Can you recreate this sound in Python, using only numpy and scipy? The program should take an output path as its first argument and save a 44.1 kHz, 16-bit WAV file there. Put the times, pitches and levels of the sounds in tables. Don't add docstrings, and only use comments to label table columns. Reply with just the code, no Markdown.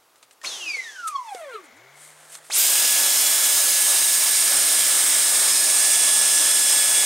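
import numpy as np
from scipy import signal
from scipy.fft import rfft, irfft, next_fast_len
from scipy.ndimage import map_coordinates
import sys
import numpy as np
from scipy import signal
from scipy.fft import rfft, irfft, next_fast_len
from scipy.io import wavfile
from scipy.ndimage import map_coordinates

SR = 44100
rng = np.random.default_rng(int(sys.argv[2]) if len(sys.argv) > 2 else 0)


def wrap_up_sound(samples):
    columns = np.atleast_2d(samples).T
    tamed = np.clip(columns, -1, 1)
    steps = np.round(tamed * 32767).astype(np.int16)
    wavfile.write(sys.argv[1], SR, steps)


N = 310905

KICK_S, RELEASE_S, CAUGHT_S = .431, .465, 1.73
START_S = 2.497
KICK_HZ, KNEE_HZ, RUN_HZ = 487, 1555, 1703.5
# t/s, level/dB
FIFTH_HARMONIC = [(2.8, -33.5), (3.4, -35), (3.45, -30), (3.75, -33), (3.83, -27), (4.29, -31), (4.31, -29),
                  (4.94, -29), (6.02, -26), (6.55, -26.5), (6.58, -30), (6.69, -25), (7.01, -26.5),
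                  (7.05, -28)]


def airflow():
    # f/Hz, level/dB
    nozzle = [(15, -70), (25, -43), (156, -32), (188, -31), (226, -20), (292, -14), (391, -11), (437, -14),
              (586, -5.5), (926, -7.5), (996, -8), (1580, -5.5), (1660, -7.5), (1790, -7), (2000, -17),
              (2600, -38), (4400, -120)]
    dust_chambers = [(1200, -52), (1550, -13.5), (2000, -3.5), (2260, -0.5), (2480, -4.5), (3100, 0.5),
                     (3450, -.5), (4000, 0.5), (4450, -2.5), (5200, 2.5), (5700, 1.5), (7000, 4.5),
                     (7700, 1.5), (8600, -40)]
    exhaust = [(6600, -53), (7500, -6.5), (8200, -2.5), (8600, -1), (9100, -0.5), (9700, -3), (10400, -4.5),
               (11400, -6.5), (12000, -29), (13000, -50)]
    slot_ring = [(6500, -42), (7700, -23), (8150, -4), (8520, -7), (8900, -7), (9300, -31), (11000, -50)]
    high_fizz = [(10800, -41), (11800, 5), (12500, -1.5), (13800, -0.5), (15000, -9), (15800, -3)]
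    # t/s, level/dB
    fizz_levels = [(2.6, -24), (2.65, -24.5), (3.0, -25.5), (3.69, -26), (6.03, -31.5), (6.79, -29.5),
                   (7.05, -31)]
    shaft = run_speed()
    flow = lambda full_hz, power: np.minimum(shaft / full_hz, 1) ** power
    surge_db = 2 * bell(clock(), 2.89, 0.21)
    fifth_db, = curves(FIFTH_HARMONIC)
    fizz_db, = curves(fizz_levels)
    roar = amp(-36.5 + surge_db + 1.15 * wobble(12)) * noise(nozzle) * flow(full_hz=1550, power=1)
    rush = amp(-23.5 + surge_db + 0.62 * wobble(40)) * noise(dust_chambers)
    rush *= flow(full_hz=1140, power=1.4)
    hiss = amp(-22 + 0.25 * wobble(7.4)) * noise(exhaust) * flow(full_hz=850, power=2.5)
    vent = amp(fifth_db - 2) * noise(slot_ring) * flow(full_hz=1000, power=2.2)
    fizz = amp(fizz_db + 1.2) * noise(high_fizz) * flow(full_hz=1500, power=2.2)
    return amp(0.39 * wobble(150)) * (roar + rush + hiss + vent + fizz)


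def motor():
    # t/s, first/dB, second/dB, third/dB
    low_harmonics = [(2.8, -40.5, -35, -36), (2.95, -37.5, -35, -35.5), (3.23, -49, -33, -37),
                     (3.28, -41.5, -31, -41), (3.72, -41.5, -40, -34), (3.86, -41, -46, -50),
                     (5.55, -42.5, -42.5, -31.5), (5.77, -38.5, -36.5, -35.5), (6.97, -39, -29.5, -35),
                     (7.05, -38, -32, -40)]
    # multiple, level/dB added to the first's curve
    high_harmonics = [(4, 0), (6, -20), (7, -24)]
    # t/s, level/dB
    blade_levels = [(2.8, -39), (3.66, -31), (3.72, -41), (4.31, -34), (4.35, -45), (5.25, -35), (5.5, -43),
                    (5.92, -36), (6.0, -41), (7.05, -42)]
    shaft = run_speed()
    speed = shaft / RUN_HZ
    first_db, second_db, third_db = curves(low_harmonics)
    fifth_db, = curves(FIFTH_HARMONIC)
    blade_db, = curves(blade_levels)
    turn = angle(shaft + 0.21 * wobble(25.15))
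    strain = np.sqrt(np.abs(1 - speed))
    ragged = strain * 1.2 * wobble(700)
    whine = amp(first_db + 1.8) * tone(turn, waver_db=1, rate=25, drift=.1)
    whine += amp(second_db - 2.5) * tone(2 * turn, waver_db=2, rate=26, drift=0.37)
    whine += amp(third_db - 1.5) * tone(3 * turn, waver_db=2.5, rate=30, drift=0.3)
    whine += amp(fifth_db + 2.6) * tone(5 * turn, waver_db=0.4, rate=25, drift=0.18)
    for k, db in high_harmonics:
        whine += amp(first_db + db) * tone(k * turn, waver_db=0.5, rate=9, drift=1)
    blade = amp(blade_db + 1 + 1.4 * strain * wobble(250))
    blade *= tone(9 * turn + ragged, waver_db=1.8, rate=10, drift=0.5)
    push = np.minimum((1 - speed) / (1 - KNEE_HZ / RUN_HZ), 1)
    return whine * speed ** 3 + blade * np.sqrt(speed) * amp(12.5 * push)


def run_speed():
    run_up_s, settle_s, creep_s, creep_hz = .1, .072, .7, 9
    run_up = np.minimum(since(START_S) / run_up_s, 1) ** .9
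    t = since(START_S + run_up_s)
    settling = (RUN_HZ - KNEE_HZ - creep_hz) * np.exp(-t / settle_s)
    return run_up * (RUN_HZ - settling - creep_hz * np.exp(-t / creep_s))


def brush():
    # multiple of the bar's speed, level/dB
    harmonics = [(1, -27), (3, -1.5), (4, -7), (5, -5.5), (6, 1), (9, 1), (18, 9), (36, -6)]
    tilted_hz, flat_hz = 95, 100.1
    flat = held(4.48, np.inf, fade=.2)
    speed = 1 - .7 * np.exp(-since(START_S) / .3)
    hz = speed * np.interp(flat, [0, 1], [tilted_hz, flat_hz])
    turn = angle(hz * (1 + 0.00203 * wobble(8)))
    hum = sum(amp(db) * tone(k * turn, waver_db=2, rate=9.2) for k, db in harmonics)
    hum *= amp(-61 + 6.5 * flat)
    thrum = amp(-71 + 11 * flat) * tone(2 * turn, waver_db=2, rate=10)
    return (hum + thrum) * speed ** 2 * held(START_S, np.inf, fade=.01)


def coasting():
    # f/Hz, level/dB, width/octaves
    resonances = [(450, -46, 0.065), (664, -44, 0.42), (825, -38.5, 0.053), (1080, -29.5, 0.071),
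                  (1287, -30, 0.055), (1480, -41, .06), (1780, -41, .04), (2044, -29.5, 0.021),
                  (2210, -28.5, .035), (2434, -26.5, 0.044), (2900, -43.5, 0.18), (3580, -43, 0.11),
                  (4220, -36, 0.048), (4740, -24, 0.059)]
    # t/s, width/s, level/dB, f/Hz, width/octaves
    buzzes = [(1.164, 0.01, -49.5, 3300, 0.66), (1.292, 0.013, -53, 3400, .45),
              (1.4, 0.092, -52.5, 1500, 0.74), (1.549, .028, -38, 1270, 0.18),
              (1.55, 0.021, -61, 2980, 0.77)]

    def casing(f):
        peaks = sum(amp(db) * band(f, hz, octaves) for hz, db, octaves in resonances)
        return amp(-47.5) * f ** 4 / (f ** 4 + 400 ** 4) + peaks

    t, shaft = clock(), coast_speed()
    speed = shaft / KICK_HZ
    pitch = 8 * shaft
    phase = angle(pitch)
    whistle = casing(pitch) * tone(phase, waver_db=2.7, rate=80, drift=0.39)
    octave_gain = amp(-11.5) * band(2 * pitch, 4050, octaves=0.28) + amp(-31)
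    whistle += casing(2 * pitch) * octave_gain * tone(2 * phase, waver_db=5, rate=110, drift=0.86)
    blades = amp(-40) * speed ** 1.8 * tone(9 * angle(shaft), waver_db=5, rate=140, drift=0.62)
    unbalance = amp(-57) * bell(t, 0.666, 0.055) * tone(angle(shaft), waver_db=7, rate=20.2)
    whistle += blades + unbalance
    for k in range(2, 11):
        buzz = sum(amp(db) * bell(t, s, width) * band(k * pitch, hz, octaves)
                   for s, width, db, hz, octaves in buzzes)
        whistle += buzz * tone(k * phase, waver_db=5, rate=100, drift=0.46 * k)
    whistle *= np.sqrt(kick_rise())
    # f/Hz, level/dB
    puff_colour = [(40, -37), (120, -29), (300, -9), (700, -4), (1200, -4.5), (2000, -7), (3200, -2),
                   (4600, -3), (6200, 3), (7500, -5), (10000, -8.5), (13000, -21), (15800, -32)]
    air = np.where(t < RELEASE_S, np.sqrt(speed), speed ** 1.72)
    puff = amp(-33.5 + 0.63 * wobble(89.5)) * air * noise(puff_colour)
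    return (flutter(whistle, echo_db=-14) + puff) * held(KICK_S, CAUGHT_S, fade=.006)


def kick_rise():
    return np.minimum(since(KICK_S) / (RELEASE_S - KICK_S), 1)


def coast_speed():
    friction, drag = 173, .00405
    balance_hz = np.sqrt(friction / drag)
    spin_left = np.arctan(KICK_HZ / balance_hz) - np.sqrt(friction * drag) * since(RELEASE_S)
    slowing = balance_hz * np.tan(np.maximum(spin_left, 0))
    return np.maximum(slowing * kick_rise(), 1)


def rocking():
    # f/Hz, level/dB
    bearing = [(1300, -58), (2000, 0), (2200, 5), (2400, -8), (2900, -37), (5500, -32), (6500, -27),
               (7300, -27), (9000, -60)]
    wide_hz, narrow_hz, settle_s = 76, 154.5, 0.11
    t = since(CAUGHT_S)
    hz = narrow_hz + (wide_hz - narrow_hz) * np.exp(-t / settle_s)
    phase = angle(hz)
    swing = amp(-62 - 14 * t) * (hz / narrow_hz) ** 2 * np.sqrt(2) * np.sin(phase)
    swing += amp(-60 - 40 * t) * tone(3 * phase, waver_db=2, rate=40)
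    chatter = amp(-57) * noise(bearing) * (1 + 0.34 * np.cos(phase))
    return swing * held(CAUGHT_S, START_S, fade=0.0087) + chatter * held(1.26, 1.94, fade=0.29)


def clicks():
    # t/s, level/dB, ring f/Hz, ring level/dB, time to fade by 60 dB/s
    contacts = [(.157, -52, 3500, -12, .04), (0.227, -44, 3520, -9, 0.056), (.3098, -46, 2500, -15, .035),
                (0.4145, -47, 1840, 7, 0.063), (.438, -37.5, 1060, 11, 0.036), (0.4445, -33, 2390, 8, .036),
                (.768, -40, 484, -0.5, 0.083), (1.347, -35, 490, 11, .035),
                (2.3516, -29.5, 1350, -6, 0.027), (2.4195, -54, 1800, 10, .03), (2.5, -36, 1150, 5.5, 0.04),
                (2.507, -33, 2360, 1, 0.027)]
    out = np.zeros(N)
    crack = noise([(150, -32), (600, 3.5), (3000, 4.5), (9000, 2.5), (15000, -18)])
    for s, db, hz, ring_db, fade_s in contacts:
        t = since(s)
        ring = amp(ring_db - 4) * np.sqrt(2) * np.sin(2 * np.pi * hz * t)
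        ring *= 1 - np.exp(-(t / 0.00087) ** 2)
        out += amp(db - 60 * t / fade_s) * (crack * (1 - np.exp(-t / 0.00041)) + ring)
    return out


def handling():
    # f/Hz, level/dB
    rustle_colour = [(60, -40), (150, -24.5), (270, -16.5), (600, -2.5), (1100, -6), (1600, -3.5),
                     (2200, -7.5), (2700, -14), (3300, -11), (5000, -19), (7000, -15), (10000, -49)]
    swish_colour = [(300, -70), (1500, -8), (2500, -9), (3700, -8), (5500, -9), (6600, -4.5), (8730, 2.5),
                    (10500, -5.5), (13200, -13), (15600, -26)]
    # t/s, width/s, level/dB
    slides = [(.185, .01, -63), (.238, .011, -63), (.329, .009, -58), (1.082, 0.0059, -35),
              (1.09, 0.022, -45), (1.35, 0.07, -50.5), (1.545, 0.039, -57), (1.653, .012, -57),
              (1.772, .006, -63), (2.04, .052, -48), (2.25, .1, -53.5), (2.344, 0.025, -43),
              (2.48, 0.031, -49.5)]
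    rustle = amp(-54) * held(1.4, 2.43, fade=0.15) * noise(rustle_colour)
    swish = sum(amp(db) * bell(clock(), s, width) for s, width, db in slides) * noise(swish_colour)
    return (rustle + swish) * amp(1.6 * wobble(180))


def small_body(x):
    return filtered(x, lambda hz: (1j * hz) ** 2 / (330 ** 2 - hz ** 2 + 1j * hz * 400))


def patchy(x, depth_db):
    spectrum = signal.stft(x, nperseg=512)[2]
    bins, frames = np.indices(spectrum.shape)
    patches = map_coordinates(rng.standard_normal((80, 40)), [bins / 4, frames / 80])
    return signal.istft(spectrum * amp(depth_db * patches), nperseg=512)[1][:N]


def flutter(glide, echo_db, delay_s=.016):
    return glide + amp(echo_db) * np.pad(glide, (round(delay_s * SR), 0))[:N]


def wall(x, delay_s=.00763):
    return amp(-19.5) * filtered(x, lambda hz: np.exp(-2j * np.pi * hz * delay_s) / (1 + (hz / 2500) ** 2))


def room(x):
    # f/Hz, time to fade by 60 dB/s
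    fade_times = [(200, 1), (2000, 0.33), (12000, 0.021)]
    hz, t, spectrum = signal.stft(rng.standard_normal((2, SR // 3)), SR, nperseg=256)
    tail = signal.istft(spectrum * amp(-60 * t / along(fade_times, hz)[:, None]), SR, nperseg=256)[1]
    return signal.fftconvolve(x[None], tail / np.linalg.norm(tail[0]), axes=1)[:, :N]


def room_hush():
    # f/Hz, level/dB
    hush_colour = [(15, -76), (25, -44), (101, -21), (228, -22), (254, -16), (306, -14), (525, -11),
                   (1150, -10.5), (1240, -9), (1760, -17), (3370, -19), (12300, -22.5), (15600, -26)]
    return amp(-59.5) * noise(hush_colour)


def amp(db):
    return 10 ** (np.asarray(db) / 20)


def clock():
    return np.arange(N) / SR


def since(s):
    return np.maximum(clock() - s, 0)


def held(start, end, fade):
    return np.clip(np.minimum(clock() - start, end - clock()) / fade + 1, 0, 1)


def along(points, hz):
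    f, values = np.transpose(points)
    return np.interp(np.log(hz + 1), np.log(f + 1), values)


def curves(rows):
    times, *columns = np.transpose(rows)
    return [np.interp(clock(), times, column) for column in columns]


def bell(x, centre, width):
    return np.exp(-.5 * ((x - centre) / width) ** 2)


def band(hz, centre_hz, octaves):
    return bell(np.log2(hz), np.log2(centre_hz), octaves)


def wobble(rate):
    return map_coordinates(rng.standard_normal(int(N * rate / SR) + 4), [clock() * rate])


def filtered(x, response):
    size = next_fast_len(N + SR // 2)
    return irfft(rfft(x, size) * response(np.fft.rfftfreq(size, 1 / SR)), size)[..., :N]


def noise(colour):
    x = filtered(rng.standard_normal(N), lambda hz: amp(along(colour, hz)))
    return x / np.sqrt(np.mean(x ** 2) + 1e-20)


def angle(hz):
    return 2 * np.pi * np.cumsum(hz) / SR


def tone(phase, waver_db, rate, drift=0.19):
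    wave = np.sqrt(2) * np.sin(phase + rng.uniform(0, 2 * np.pi) + drift * wobble(rate))
    return wave * amp(waver_db * wobble(rate))


def scene():
    # t/s, left minus right/dB
    lean = [(0.0, 2), (1.22, -1.5), (1.84, 4.5), (2.28, -0.5), (4.55, -2.0), (5.36, -1.0), (5.69, -2.5),
            (7.05, -1.0)]
    # f/Hz, level/dB
    side_colour = [(30, -12), (80, -20), (170, -50), (350, -45), (700, -22), (1400, -30), (3000, -36),
                   (6000, -31), (11000, -44)]
    cleaner = coasting() + rocking() + small_body(motor() + clicks()) + brush()
    cleaner += patchy(airflow(), depth_db=1) + handling()
    cleaner += wall(cleaner)
    lean_db, = curves(lean)
    treble = filtered(cleaner, lambda hz: hz ** 2 / (hz ** 2 + 900 ** 2))
    direct = cleaner + treble * (amp(np.array([lean_db, -lean_db]) / 2) - 1)
    sideways = filtered(room(cleaner)[0], lambda hz: amp(along(side_colour, hz))) * np.array([[1], [-1]])
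    return direct + sideways + amp(-17) * room(treble) + room_hush()


def record(dry):
    return filtered(dry, lambda hz: hz < 15760)


dry = scene()
out = record(dry)
wrap_up_sound(out)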